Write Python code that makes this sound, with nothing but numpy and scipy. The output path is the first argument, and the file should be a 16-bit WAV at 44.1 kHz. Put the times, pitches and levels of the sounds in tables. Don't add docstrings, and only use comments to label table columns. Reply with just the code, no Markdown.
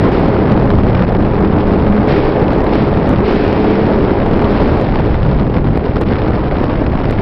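import sys
import numpy as np
from scipy import signal
from scipy.fft import rfft, irfft, next_fast_len
from scipy.io import wavfile
from scipy.ndimage import uniform_filter1d

SR = 44100
rng = np.random.default_rng(int(sys.argv[2]) if len(sys.argv) > 2 else 0)


def magnitude_from_level(level_db):
    exponent = np.asarray(level_db, float) / 20
    return 10 ** exponent


def store_pcm(level_fs):
    pcm = np.round(np.clip(level_fs, -1, 1) * 32767).astype(np.int16)
    wavfile.write(sys.argv[1], SR, np.atleast_2d(pcm).T)


N = 318244

# (time [s], buffet level [dB], thump over buffet [dB])
WIND = [(0.0, -23.5, 11.5), (0.22, -20, 1), (0.34, -26, 9.5), (0.78, -15, 2.5), (1.41, -20, 3.5),
        (1.91, -14.5, -3.5), (2.03, -21.5, 4), (2.49, -19, -2.5), (3.13, -20, 7), (3.28, -18, -7.5),
        (3.39, -23.5, 1), (5.27, -14, 0), (5.37, -13.5, 0), (5.49, -17.5, 2), (5.71, -15, 0.5),
        (5.73, -20, 0), (7.18, -16.5, -0.5), (7.22, -27.5, 10)]
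# (frequency [Hz], density [dB per Hz])
BUFFET_COLOUR = [(8, -32.5), (20, 4), (35, -2.5), (70, 0), (110, -16), (200, -31.5)]
# (frequency [Hz], density [dB per Hz])
THUMP_COLOUR = [(40, -31.5), (80, -2), (120, 2), (170, -7), (260, -11.5), (450, -23.5)]
# (time [s], crack level [dB], depth [dB])
SLAMS = [(0.196, -36, -4), (0.519, -52, -0.5), (0.8672, -42, -3), (0.8987, -46, 0.5), (1.0883, -41, -2),
         (1.1214, -44, -4.5), (1.4048, -38, -3), (1.7762, -51, -4), (2.0276, -45, -6.5), (2.396, -46, -5),
         (2.514, -46, -2.5), (2.6419, -33, -4.5), (2.754, -35, 0.5), (2.9513, -47, -4), (3.0742, -49, -3),
         (3.092, -26.5, 1), (3.3263, -38.5, -3), (3.9114, -41, -9), (4.4156, -40, -1.5), (4.5159, -40, -4),
         (4.7436, -51, -2.5), (4.7734, -37, -2.5), (4.812, -36, -3), (5.4985, -44, -6.5),
         (5.7743, -32, -3.5), (6.0126, -27, -6), (6.6135, -40, -6.5), (6.64, -41, -0.5), (6.9176, -42, -3),
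         (7.108, -27.5, -2.5)]
# (time
# [s], crack level [dB])
MORE_SLAMS = [(0.0521, -47), (0.0845, -48), (0.1205, -42.5), (0.1503, -45.5), (0.2549, -46), (0.4869, -49),
              (0.5997, -47.5), (0.84, -43), (1.037, -48.5), (1.2251, -47.5), (1.6764, -48), (1.9001, -57.5),
              (1.9546, -47.5), (2.0799, -40), (2.0986, -47), (2.1677, -46), (2.1805, -48), (2.5316, -38),
              (2.837, -47.5), (2.8862, -51.5), (3.1112, -44), (3.3492, -39), (3.4394, -42.5), (3.4653, -44),
              (3.4966, -43.5), (4.2609, -42), (4.3708, -42.5), (4.677, -44), (5.9681, -44.5), (6.3062, -52)]
# (time [s], change [dB], half length [s])
GUSTS = [(0.036, 2.5, 0.022), (0.993, 4, 0.06), (1.062, -9.5, 0.013), (1.179, -13, 0.0091),
         (1.337, -5, 0.0068), (2.107, 3.5, 0.037), (2.276, 0.5, 0.036), (2.46, -5, 0.012),
         (2.516, 3.5, 0.0088), (2.887, -2.5, 0.054), (3.09, 2.5, 0.072), (4.63, 3, .1), (4.999, 7.5, .008),
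         (5.028, -4, 0.01), (5.203, -4, 0.029), (5.466, -5.5, .06), (5.626, -10, 0.018),
         (5.722, -6.5, 0.022), (5.803, -6, 0.025), (5.861, 5, 0.0053), (5.93, -5.5, 0.028),
         (5.963, 6, .012), (6, -26, .01), (6.003, 16, 0.014), (6.046, -15, 0.0061), (6.128, 3.5, 0.049),
         (6.43, -4, .012), (6.491, 3, 0.015), (6.499, -12, 0.0068), (6.889, -5, 0.036)]
# (frequency [Hz], density [dB per Hz])
WHIRL_COLOUR = [(300, -11.5), (700, -1.5), (1200, 4), (2000, -1.5), (3000, -8), (4200, -14), (5400, -19.5),
                (5950, -37.5)]
# (time [s], roar level [dB])
TUNNEL = [(0, -18.5), (.5, -18.5), (.8, -20.5), (1.3, -20), (2.0, -20), (2.5, -18), (3.2, -20.5),
          (3.6, -18.5), (4.75, -19.5), (4.95, -22.5), (5.6, -23.5), (6.1, -24.5), (6.7, -21.5), (7.22, -25)]
# (frequency [Hz], density [dB per Hz])
ROAR_COLOUR = [(88, -26), (150, -8), (224, -1.5), (355, 1), (405, -4.5), (492, -2), (691, -6.5),
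               (838, -7.5), (1350, -18.5), (2170, -28), (5200, -62), (6760, -58), (11400, -120)]
# (time [s], level [dB], rise [s], fade [dB per s])
BAYS = [(0, -33, .01, 42), (.13, -31, 0.035, 26.5), (0.899, -43.5, 0.089, 59), (1.75, -41, .2, 30.5),
        (2.085, -25, 0.0065, 41), (2.739, -29, 0.11, 48), (3.254, -27.5, .01, 14.5),
        (3.67, -35.5, .04, 20.5), (4.55, -32, 0.38, 20), (5.1, -46.5, .1, 30), (6.4, -54.5, 0.13, 39),
        (7.1, -51, 0.12, 10)]
# (frequency [Hz], density [dB per Hz])
TYRE_COLOUR = [(900, -11), (1500, 1), (2200, 3.5), (3200, -3.5), (4300, -8), (5300, -12.5), (5900, -25.5)]
# (time [s], firing frequency [Hz], firing level [dB], octave over firing [dB])
ENGINE = [(0, 200, -18.5, -2.5), (.35, 200.1, -20, 2), (.6, 205, -13.5, -7), (1.0, 184.7, -16.5, -8),
          (1.17, 177.7, -17.5, -3.5), (1.3, 204, -15, -3.5), (1.9, 204.2, -15, -7),
          (2.2, 203.6, -31.5, 18.5), (2.45, 202.3, -21.5, 2), (2.9, 205.5, -17, -1.5),
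          (3.18, 191, -15, -11.5), (3.3, 202.6, -21.5, 5.5), (3.9, 203.6, -13, -2.5),
          (4.25, 202.9, -28.5, 7.5), (4.5, 202.3, -16, -0.5), (4.85, 202.2, -27.5, 1),
          (6.25, 202.2, -26, 2.5), (7.22, 200.8, -28, -6.5)]
# (multiple of firing [ratio], level against the octave [dB])
SIDE_TONES = [(1.5, -7), (2.1, -3), (2.7, -12)]
# (time [s], multiple of firing [ratio], level [dB], half length [s])
BOOMS = [
    (0.708, 1.25, -19, .08),
    (1.498, 1.5, -18, 0.23),
    (2.508, 1.25, -23, 0.11),
    (3.249, 2.1, -13.5, .04),
    (3.8, 1.25, -18.5, 0.09),
    (1.998, 1.04, -13.5, 0.065),
    (5.35, .72, -17, 0.22),
    (6.301, 1.55, -20.5, 0.14),
]

STOP = .704
SLAM_LAG_S = .0012


def evened(x):
    return x / np.sqrt(np.mean(x ** 2) + 1e-20)


def curve(table, column):
    rows = np.array(table)
    return np.interp(np.arange(N) / SR, rows[:, 0], rows[:, column])


def noise(colour):
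    hz, db = np.transpose(colour)
    size = next_fast_len(N, True)
    bins_hz = np.fft.rfftfreq(size, 1 / SR)
    gain = magnitude_from_level(np.interp(np.log(bins_hz + 1), np.log(hz + 1), db, -90, -90))
    return evened(irfft(rfft(rng.standard_normal(size)) * gain, size)[:N])


def flicker(low_hz, top_hz):
    return noise([(low_hz / 2, -20), (low_hz, 0), (top_hz, -9), (2 * top_hz, -30)])


def steadied(x, span_s):
    return x / np.sqrt(uniform_filter1d(x ** 2, int(span_s * SR)) + 0.047)


def wind():
    buffet_db = curve(WIND, 1) - 0.5 + 2.0 * flicker(1.5, 17)
    buffets = magnitude_from_level(buffet_db) * steadied(noise(BUFFET_COLOUR), 0.095)
    thump_db = curve(WIND, 1) + curve(WIND, 2) - 1.5 + 1.8 * flicker(3, 14)
    thumps = magnitude_from_level(thump_db) * steadied(noise(THUMP_COLOUR), 0.035)
    return buffets + thumps


def slams(air):
    t, pull, depth = np.arange(N) / SR, np.zeros(N), np.zeros(N)
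    common_depth_db = -3
    for s, crack_db, depth_db in SLAMS + [(s, db, common_depth_db) for s, db in MORE_SLAMS]:
        near = slice(max(round(s * SR) - 150, 0), round(s * SR) + 250)
        width_ms = np.clip(.55 - .012 * (crack_db + 46), .3, 1.2)
        shape = np.exp(-((t[near] - s - SLAM_LAG_S) * 1000 / width_ms) ** 2)
        pull[near] = np.maximum(pull[near], shape)
        depth[near] += shape * magnitude_from_level(depth_db + 4.0)
    return air * (1 - pull) - depth


def cracks():
    rows = np.array([row[:2] for row in SLAMS + MORE_SLAMS])
    strikes = np.zeros(N)
    strikes[np.round((rows[:, 0] + SLAM_LAG_S) * SR).astype(int)] = magnitude_from_level(rows[:, 1] + 10.0)
    click_hz = [0, 1500, 3000, 8000, 14500, 16000, SR / 2]
    click = signal.firwin2(41, click_hz, [0, 0, 1.3, 1, .4, 0, 0], fs=SR)
    return -signal.oaconvolve(strikes, click, "same")


def dip(width_s):
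    u = np.arange(-4, 10, 1 / (width_s * SR))
    return -np.exp(-u ** 2) + 0.48 * np.exp(-((u - 2.5) / 2) ** 2)


def gusts_db():
    t, out = np.arange(N) / SR, np.zeros(N)
    for s, db, half_s in GUSTS:
        out += db * np.exp(-((t - s) / half_s) ** 2)
    return out


def eddies(per_s=450, spread_db=4.0):
    gust_db = 2.3 * flicker(7.6, 110)
    size_db = spread_db * np.minimum(rng.exponential(1, N), 4.5) + gust_db
    size = magnitude_from_level(size_db) * (rng.random(N) < per_s / SR)
    kind = rng.integers(0, 4, N)
    ticks = np.zeros(N)
    for k, width_ms in enumerate([.13, .27, .42, .75]):
        ticks += width_ms * signal.oaconvolve(size * (kind == k), dip(width_ms / 1000))[:N]
    hiss = magnitude_from_level(gust_db + 4.5 * flicker(40, 500)) * noise(WHIRL_COLOUR)
    level_db = -28.5 + np.arange(N) / N + gusts_db()
    return magnitude_from_level(level_db) * (magnitude_from_level(10.5) * evened(ticks) + magnitude_from_level(-3.0) * evened(hiss))


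def bays():
    t, power = np.arange(N) / SR, np.zeros(N)
    for s, db, rise_s, fade in BAYS:
        loss_db = np.where(t < s, 20 * ((s - t) / rise_s), fade * (t - s))
        power += magnitude_from_level(2 * (db - loss_db))
    return np.sqrt(power)


def roar():
    low_db = curve(TUNNEL, 1) + 3.5 + 0.37 * gusts_db() + 1.5 * flicker(6, 71)
    low = magnitude_from_level(low_db) * noise(ROAR_COLOUR)
    return low + magnitude_from_level(-1.5) * bays() * noise(TYRE_COLOUR)


def engine(blur_hz=6):
    t, out = np.arange(N) / SR, np.zeros(N)
    firing_db = curve(ENGINE, 2)
    octave_db = firing_db + curve(ENGINE, 3)
    tones = [(1, firing_db), (5 / 4, firing_db - 10.5), (2, octave_db - 2.5)]
    tones += [(k, octave_db + db) for k, db in SIDE_TONES]
    tones += [(k, db - 6 * ((t - s) / half_s) ** 2) for s, k, db, half_s in BOOMS]
    for k, db in tones:
        wander_hz = blur_hz * (flicker(2, 19.7) + (k - 1) * flicker(.8, 3))
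        hz = k * curve(ENGINE, 1) + wander_hz
        level = np.sqrt(2) * magnitude_from_level(db - 4.0 + 2.5 * flicker(2.8, 45))
        out += level * np.sin(2 * np.pi * np.cumsum(hz) / SR)
    return out


def scene():
    return slams(wind() + eddies() + roar() + engine())[None]


def low_pass(x):
    return signal.sosfilt(signal.butter(12, 15850, fs=SR, output="sos"), x)


def record(dry):
    rest, lopside = .011, .25
    bent = dry + rest - lopside * (dry ** 2 - uniform_filter1d(dry ** 2, 2000))
    knee, headroom = 24, 1.008
    flat = bent / (1 + abs(bent / (headroom * STOP)) ** knee) ** (1 / knee)
    treble_cut = signal.firwin(101, 5820, window=("kaiser", 8), fs=SR)
    narrow = signal.oaconvolve(flat, treble_cut[None], "same")
    stopped = np.clip(narrow, -STOP, STOP) + cracks()
    mirrored = stopped * (1 + magnitude_from_level(-85) * np.cos(np.pi * np.arange(N) / 2))
    dulled = signal.lfilter(*signal.butter(2, 14000, fs=SR), mirrored)
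    return low_pass(dulled)


dry = scene()
out = record(dry)
store_pcm(out)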